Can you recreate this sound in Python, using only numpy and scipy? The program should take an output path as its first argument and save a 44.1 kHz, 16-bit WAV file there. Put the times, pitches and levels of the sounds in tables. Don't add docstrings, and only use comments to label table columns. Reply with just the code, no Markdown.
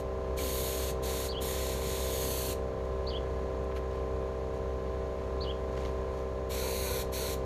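import sys
import numpy as np
from scipy import signal
from scipy.fft import rfft, irfft, next_fast_len
from scipy.io import wavfile
from scipy.ndimage import uniform_filter1d, map_coordinates

SR = 44100
rng = np.random.default_rng(int(sys.argv[2]) if len(sys.argv) > 2 else 0)


def pcm_store(signal):
    levels = np.round(np.clip(np.atleast_2d(signal), -1, 1) * 32767)
    wavfile.write(sys.argv[1], SR, levels.astype(np.int16).T)


N = 328545
TIME = np.arange(N) / SR

# f/Hz, relative level/dB
OUTDOOR_SPECTRUM = [(20, -17), (45, 3.5), (90, 4.5), (130, -4), (220, -5), (500, -4.5), (800, -11.5),
                    (1300, -15), (2000, -20), (3000, -26.5), (4200, -30.5), (5200, -33.5), (6500, -36.5),
                    (9000, -42), (12000, -47.5), (15000, -46)]
# f/Hz, t/s
YARD_DECAY = [(200, 0.27), (2000, 0.2), (5000, 0.32), (14000, 0.12)]

# f/Hz, relative level/dB
EVEN_HARMONICS = [(65, 3.5), (130, -7.5), (195, -11.5), (324, -29.5), (389, -0.5), (519, -4), (648, -6.5),
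                  (713, -31.5), (1100, -33), (1750, -39.5)]
# f/Hz, relative level/dB
ODD_HARMONICS = [(32, -31), (97, -13.5), (162, -12.5), (227, -27.5), (700, -32.5), (1100, -34), (1750, -75)]
# f/Hz, width/Hz, gain/dB
TANK_RESONANCES = [(292, 15, 17), (486, 15, 21), (551, 15, 16), (790, 45, 24), (955, 45, 18),
                   (1040, 55, 23.5), (1167, 15, 12), (1685, 15, 14)]
# f/Hz, delay/ms
RING_DELAYS = [(230, 6.5), (300, 12.5), (425, 13), (470, 5), (650, 6.5), (850, 1.5), (1050, -0.5)]

# t/s, level/dB
BIRD_CALLS = [(1.282, -44.5), (3.065, -45.5), (5.403, -46.5)]
# t/s, f/Hz
CALL_TUNE = [(0, 3500), (.009, 4350), (.034, 4720), (.04, 3600), (.051, 2900), (.057, 3300), (.074, 2900),
             (.106, 3430), (.114, 2550)]

# t/s, length/s, level/dB, tilt/(dB per octave)
SHOE_SCUFFS = [(3.722, .012, -47, -7), (3.769, .018, -46.5, -1), (5.777, .0028, -40, 1.5),
               (5.852, .0025, -42.5, 1.5), (5.86, .003, -44, 4), (5.872, .04, -60, 6)]
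# f/Hz, relative level/dB
SOLE_SPECTRUM = [(200, -29), (900, 5.5), (2400, 7.5), (4000, -1), (6500, -13), (9000, -27), (15000, -28)]
# t/s, length/s, level/dB, tilt/(dB per octave)
HOSE_SLIDES = [(2.855, .006, -62, 6), (3.645, .015, -65, 8), (3.77, .025, -57, 11),
               (3.95, 0.085, -60, -1.5), (4.56, 0.044, -65, 3), (5.825, 0.15, -56, -0.5),
               (6.18, 0.1, -64, 3)]
# f/Hz, relative level/dB
CLOTH_SPECTRUM = [(500, 3), (2000, 12.5), (6000, 3), (11000, -6.5), (15000, -11)]

# t/s, half length/s, level/dB
AIR_BUFFETS = [(.44, .05, -54), (1.88, .13, -47.5), (2.3, 0.088, -55), (2.53, 0.098, -48), (7.25, .25, -61)]
# t/s, half length/s, level/dB, f/Hz
WHEEL_HOOTS = [(6.653, 0.072, -39, 471), (6.923, 0.11, -38, 487), (7.24, 0.084, -42, 474)]
# multiple of the pitch, width/Hz, gain/dB
WHEEL_MODES = [(1, 65, -0.5), (2, 140, -12.5), (3, 140, -14)]
# t/s, f/Hz, level/dB, time to fade by 60 dB/s
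NOZZLE_SPITS = [(.388, 2310, -29.5, 0.024), (.435, 4400, -37, .03)]

# open t/s, shut t/s, side of the wheel (0 or 1), level/dB
TRIGGER_PULLS = [(-.2, -0.01, 0, -41.5), (0.359, 0.907, 0, -41.5), (1.016, 1.272, 0, -41),
                 (1.399, 2.529, 0, -41), (6.487, 7.021, 1, -42), (7.113, 7.341, 1, -41)]
# nearest at t/s, echo's detour there/m, speed/(m/s), echo strength (0-1)
HAND_PASSES = [(-.1, .2, .3, .2), (.6, .203, .25, .2), (1.13, .188, .45, .17), (1.7, .19, .18, .33),
               (6.76, .161, .35, .45), (7.21, .165, .72, .38)]
# t/s, half length/s, treble gain/dB
AIM_SWINGS = [(0.608, 0.18, 5.5), (1.222, .09, 2), (1.45, 0.079, 3.5), (2.31, 0.22, 5.5), (6.88, .24, 4),
              (7.25, .13, 1.5)]
# f/Hz, relative level/dB
JET_SPECTRUM = [(150, -8), (500, 14.5), (1200, 4.5), (2200, 7), (3500, 0), (6000, -3), (9000, -0.5),
                (13000, 0.5), (16000, -2.5)]
# f/Hz, width/Hz, gain/dB
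AIR_CAP_PEAKS = [(4480, 870, 5), (4920, 520, -8.5), (6740, 590, 0.5), (9450, 510, -8.5), (13400, 700, 1.5),
                 (14300, 750, 2)]
# f/Hz, width/Hz, gain/dB
SIDE_PEAKS = [
    [(2230, 400, 2), (3700, 860, 2.5), (5640, 500, -1.5), (6300, 500, 1), (8400, 700, 3), (12200, 900, 0)],
    [(2400, 330, 5), (3100, 600, 2), (4120, 570, 3), (5760, 540, 1.5), (10200, 600, 2.5),
     (10900, 370, -1.5)],
]
# f/Hz, width/Hz, gain/dB
MIC_PEAKS = [(4400, 1300, 3.5), (4850, 370, -4), (6660, 960, 6), (7800, 940, -2), (11900, 830, 3.5),
             (14900, 1800, -8.5)]


def gain_of(db):
    return 10 ** (np.asarray(db) / 20)


def unit_rms(x):
    return x / np.sqrt(np.mean(x ** 2) + 1e-20)


def value_at(points, hz):
    f, value = np.transpose(points)
    return np.interp(np.log(hz + 1), np.log(f + 1), value)


def peaks_db(rows, hz):
    return sum(db / (1 + (2 * (hz - f) / width) ** 2) for f, width, db in rows)


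def colour(x, db_at):
    size = next_fast_len(len(x))
    return irfft(rfft(x, size) * gain_of(db_at(np.fft.rfftfreq(size, 1 / SR))), size)[:len(x)]


def noise(spectrum):
    return unit_rms(colour(rng.standard_normal(N), lambda hz: value_at(spectrum, hz)))


def drift(rate):
    knots = rng.standard_normal(int(N / SR * rate) + 4)
    fine = signal.resample(knots, 10 * len(knots))
    return unit_rms(np.interp(TIME * rate * 10, np.arange(len(fine)), fine))


def jitter(samples):
    return unit_rms(uniform_filter1d(rng.standard_normal(samples), size=60))


def swell(s, half_length):
    return np.exp(-((TIME - s) / half_length) ** 2)


def add(mix, s, sound):
    part = mix[max(round(s * SR), 0):][:len(sound)]
    part += sound[:len(part)]


def outdoors(air_db=-44, breeze_db=-52, gust_db=1):
    breeze = noise([(12, -6), (30, 4.5), (100, 0), (250, -10), (1000, -47)])
    breeze *= gain_of(breeze_db + gust_db * drift(9.2))
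    return gain_of(air_db + .5 * drift(2.87)) * noise(OUTDOOR_SPECTRUM) + breeze


def yard_echoes(x, first_s=.014, echoes_per_s=2000):
    taps = rng.standard_normal(SR) * (rng.random(SR) < echoes_per_s / SR) * (TIME[:SR] > first_s)
    hz, t, bands = signal.stft(taps, SR, nperseg=256)
    fade = 0.00078 ** (t / value_at(YARD_DECAY, hz)[:, None])
    tail = signal.istft(bands * fade, SR, nperseg=256)[1]
    return signal.fftconvolve(x, tail / np.linalg.norm(tail))[:N]


def compressor(shaft_hz=32.407, hum_db=-34.5, puff_db=-56, valve_hz=780, wobble_turns=.0021, waver_db=1):
    harmonics = np.arange(1, 55)
    hz, odd = harmonics * shaft_hz, harmonics % 2
    levels = np.where(odd, value_at(ODD_HARMONICS, hz), value_at(EVEN_HARMONICS, hz))
    levels += peaks_db(TANK_RESONANCES, hz)
    lags = 2 * np.pi * shaft_hz * np.cumsum(value_at(RING_DELAYS, hz - shaft_hz / 2)) / 1000
    lags += np.pi / 2 * odd * (hz < valve_hz)
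    angle = 2 * np.pi * (shaft_hz * TIME + wobble_turns * drift(6.4))
    wavers = [gain_of(waver_db * drift(6)) for _ in range(5)]
    hum = sum(gain_of(db) * wavers[k % len(wavers)] * np.cos(k * angle - lag)
              for k, db, lag in zip(harmonics, levels, lags))
    intake_air = noise([(200, 16), (500, 17), (1100, 14), (2500, -36), (6000, -27)])
    puffs = intake_air * (1 + np.cos(2 * angle))
    return gain_of(hum_db) * unit_rms(hum) + gain_of(puff_db) * puffs


def bird(warble_rate_hz=240, rasp_hz=260, break_db=-9, rise_db=2, attack_s=.0074, release_s=.004):
    call_s, call_hz = np.transpose(CALL_TUNE)
    out, t = np.zeros(N), np.arange(0, call_s[-1], 1 / SR)
    tune = np.interp(t, call_s, call_hz)
    voice_break = np.exp(-((t - .054) / .016) ** 2)
    envelope = gain_of(break_db * voice_break + rise_db * t / t[-1])
    envelope *= np.minimum(t / attack_s, 1) * np.minimum((t[-1] - t) / release_s, 1)
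    warble_depth_hz = 190 * (tune > 3600)
    for s, db in BIRD_CALLS:
        pitch = tune * (1 + 0.0071 * rng.standard_normal())
        pitch += warble_depth_hz * np.sin(2 * np.pi * (warble_rate_hz * t + rng.random()))
        pitch += rasp_hz * voice_break * jitter(len(t))
        call = gain_of(db) * envelope * np.sin(2 * np.pi * np.cumsum(pitch) / SR) * np.sqrt(2)
        add(out, s, call)
        add(out, s + .011, .45 * call)
    return out


def rubbing(strokes, spectrum, grit_db):
    out, t = np.zeros(N), TIME[:SR // 2] - 1 / 4
    for s, length, db, tilt in strokes:
        slips = rng.standard_normal(len(t)) * gain_of(grit_db * jitter(len(t)))
        slips = colour(slips, lambda hz: value_at(spectrum, hz) + tilt * np.log2(np.maximum(hz, 500)))
        add(out, s + t[0], gain_of(db) * unit_rms(slips) * np.exp(-2 * (t / length) ** 2))
    return out


def air_flow(side, opening_s=.031, closing_s=.012):
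    flow = np.zeros(N)
    for on, off, pull_side, _ in TRIGGER_PULLS:
        if pull_side == side:
            opened = np.sin(np.pi / 2 * np.clip((TIME - on) / opening_s, 0, 1)) ** 2
            flow += opened * np.exp(-np.maximum(TIME - off, 0) / closing_s)
    return flow


def air_rumble(base_db=-61, flutter_db=4.4):
    rumble = noise([(30, -12), (100, -1), (260, 8), (500, -6), (1500, -34)])
    rumble *= gain_of(flutter_db * drift(20))
    buffets = sum(gain_of(db) * swell(s, half) for s, half, db in AIR_BUFFETS)
    return air_flow(0) * (gain_of(base_db) + buffets) * rumble


def wheel_hoot():
    hoot = np.zeros(N)
    for k, width, mode_db in WHEEL_MODES:
        tone = sum(gain_of(db + mode_db) * swell(s, half) * np.exp(2j * np.pi * k * hz * TIME)
                   for s, half, db, hz in WHEEL_HOOTS)
        hoot += drift(width) * tone.real + drift(width) * tone.imag
    return air_flow(1) * hoot


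def spits(attack_s=.001):
    out, t = np.zeros(N), TIME[:SR // 10]
    for s, hz, db, fade_s in NOZZLE_SPITS:
        envelope = 1e-3 ** (t / fade_s) * (1 - np.exp(-t / attack_s))
        add(out, s, gain_of(db) * envelope * np.sin(2 * np.pi * hz * t))
    return out


def hand_motion(askew_treble_db=-2.5, level_per_treble=.18, askew_echo=.45, sound_m_per_s=343):
    on, _, _, pull_db = np.transpose(TRIGGER_PULLS)
    pull = np.maximum(np.searchsorted(on, TIME) - 1, 0)
    nearest, detour, speed, echo = np.array(HAND_PASSES)[pull].T
    delay_s = np.hypot(detour, speed * (TIME - nearest)) / sound_m_per_s
    square_on = sum(swell(s, half) for s, half, _ in AIM_SWINGS)
    bright_db = sum(db * swell(s, half) for s, half, db in AIM_SWINGS)
    dip_db = -5 * swell(1.793, .047)
    level_db = pull_db[pull] + level_per_treble * bright_db + dip_db
    echo_gain = echo * (askew_echo + (1 - askew_echo) * square_on)
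    return level_db, askew_treble_db + bright_db, delay_s, echo_gain


def spray(low_db=-51, low_follows=.3, flutter_db=.5, split_hz=3000, treble_hz=9000):
    aim_db, treble_db, delay_s, echo_gain = hand_motion()
    hiss = noise(JET_SPECTRUM)
    low = colour(hiss, lambda hz: -20 * np.log10(1 + (hz / split_hz) ** 6))
    high = hiss - low
    treble = colour(high, lambda hz: -20 * np.log10(1 + (treble_hz / (hz + 1)) ** 8))
    beam = (high + treble * (gain_of(treble_db) - 1)) / np.std(high) * gain_of(aim_db)
    spread = unit_rms(low) * gain_of(low_db + low_follows * (aim_db - aim_db.mean()))
    jet = (beam + spread) * gain_of(flutter_db * drift(90))
    echo = map_coordinates(jet, [(TIME - delay_s) * SR], order=3)
    jet = (jet + echo_gain * echo) / np.hypot(1, echo_gain)
    return sum(air_flow(side) * colour(jet, lambda hz: peaks_db(AIR_CAP_PEAKS + peaks, hz))
               for side, peaks in enumerate(SIDE_PEAKS))


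def scene(painter_echo_db=-15, bird_echo_db=-17):
    painter = spray() + wheel_hoot() + air_rumble() + spits()
    painter += rubbing(SHOE_SCUFFS, SOLE_SPECTRUM, grit_db=-2)
    painter += rubbing(HOSE_SLIDES, CLOTH_SPECTRUM, grit_db=3.5)
    calls = bird()
    echoes = yard_echoes(gain_of(painter_echo_db) * painter + gain_of(bird_echo_db) * calls)
    return (painter + calls + echoes + compressor() + outdoors())[None]


def record(dry, cutoff_hz=15350):
    heard = colour(dry[0], lambda hz: peaks_db(MIC_PEAKS, hz))
    low_pass = signal.firwin(801, cutoff_hz, window=("kaiser", 9), fs=SR)
    return signal.oaconvolve(heard, low_pass, "same")[None]


dry = scene()
out = record(dry)
pcm_store(out)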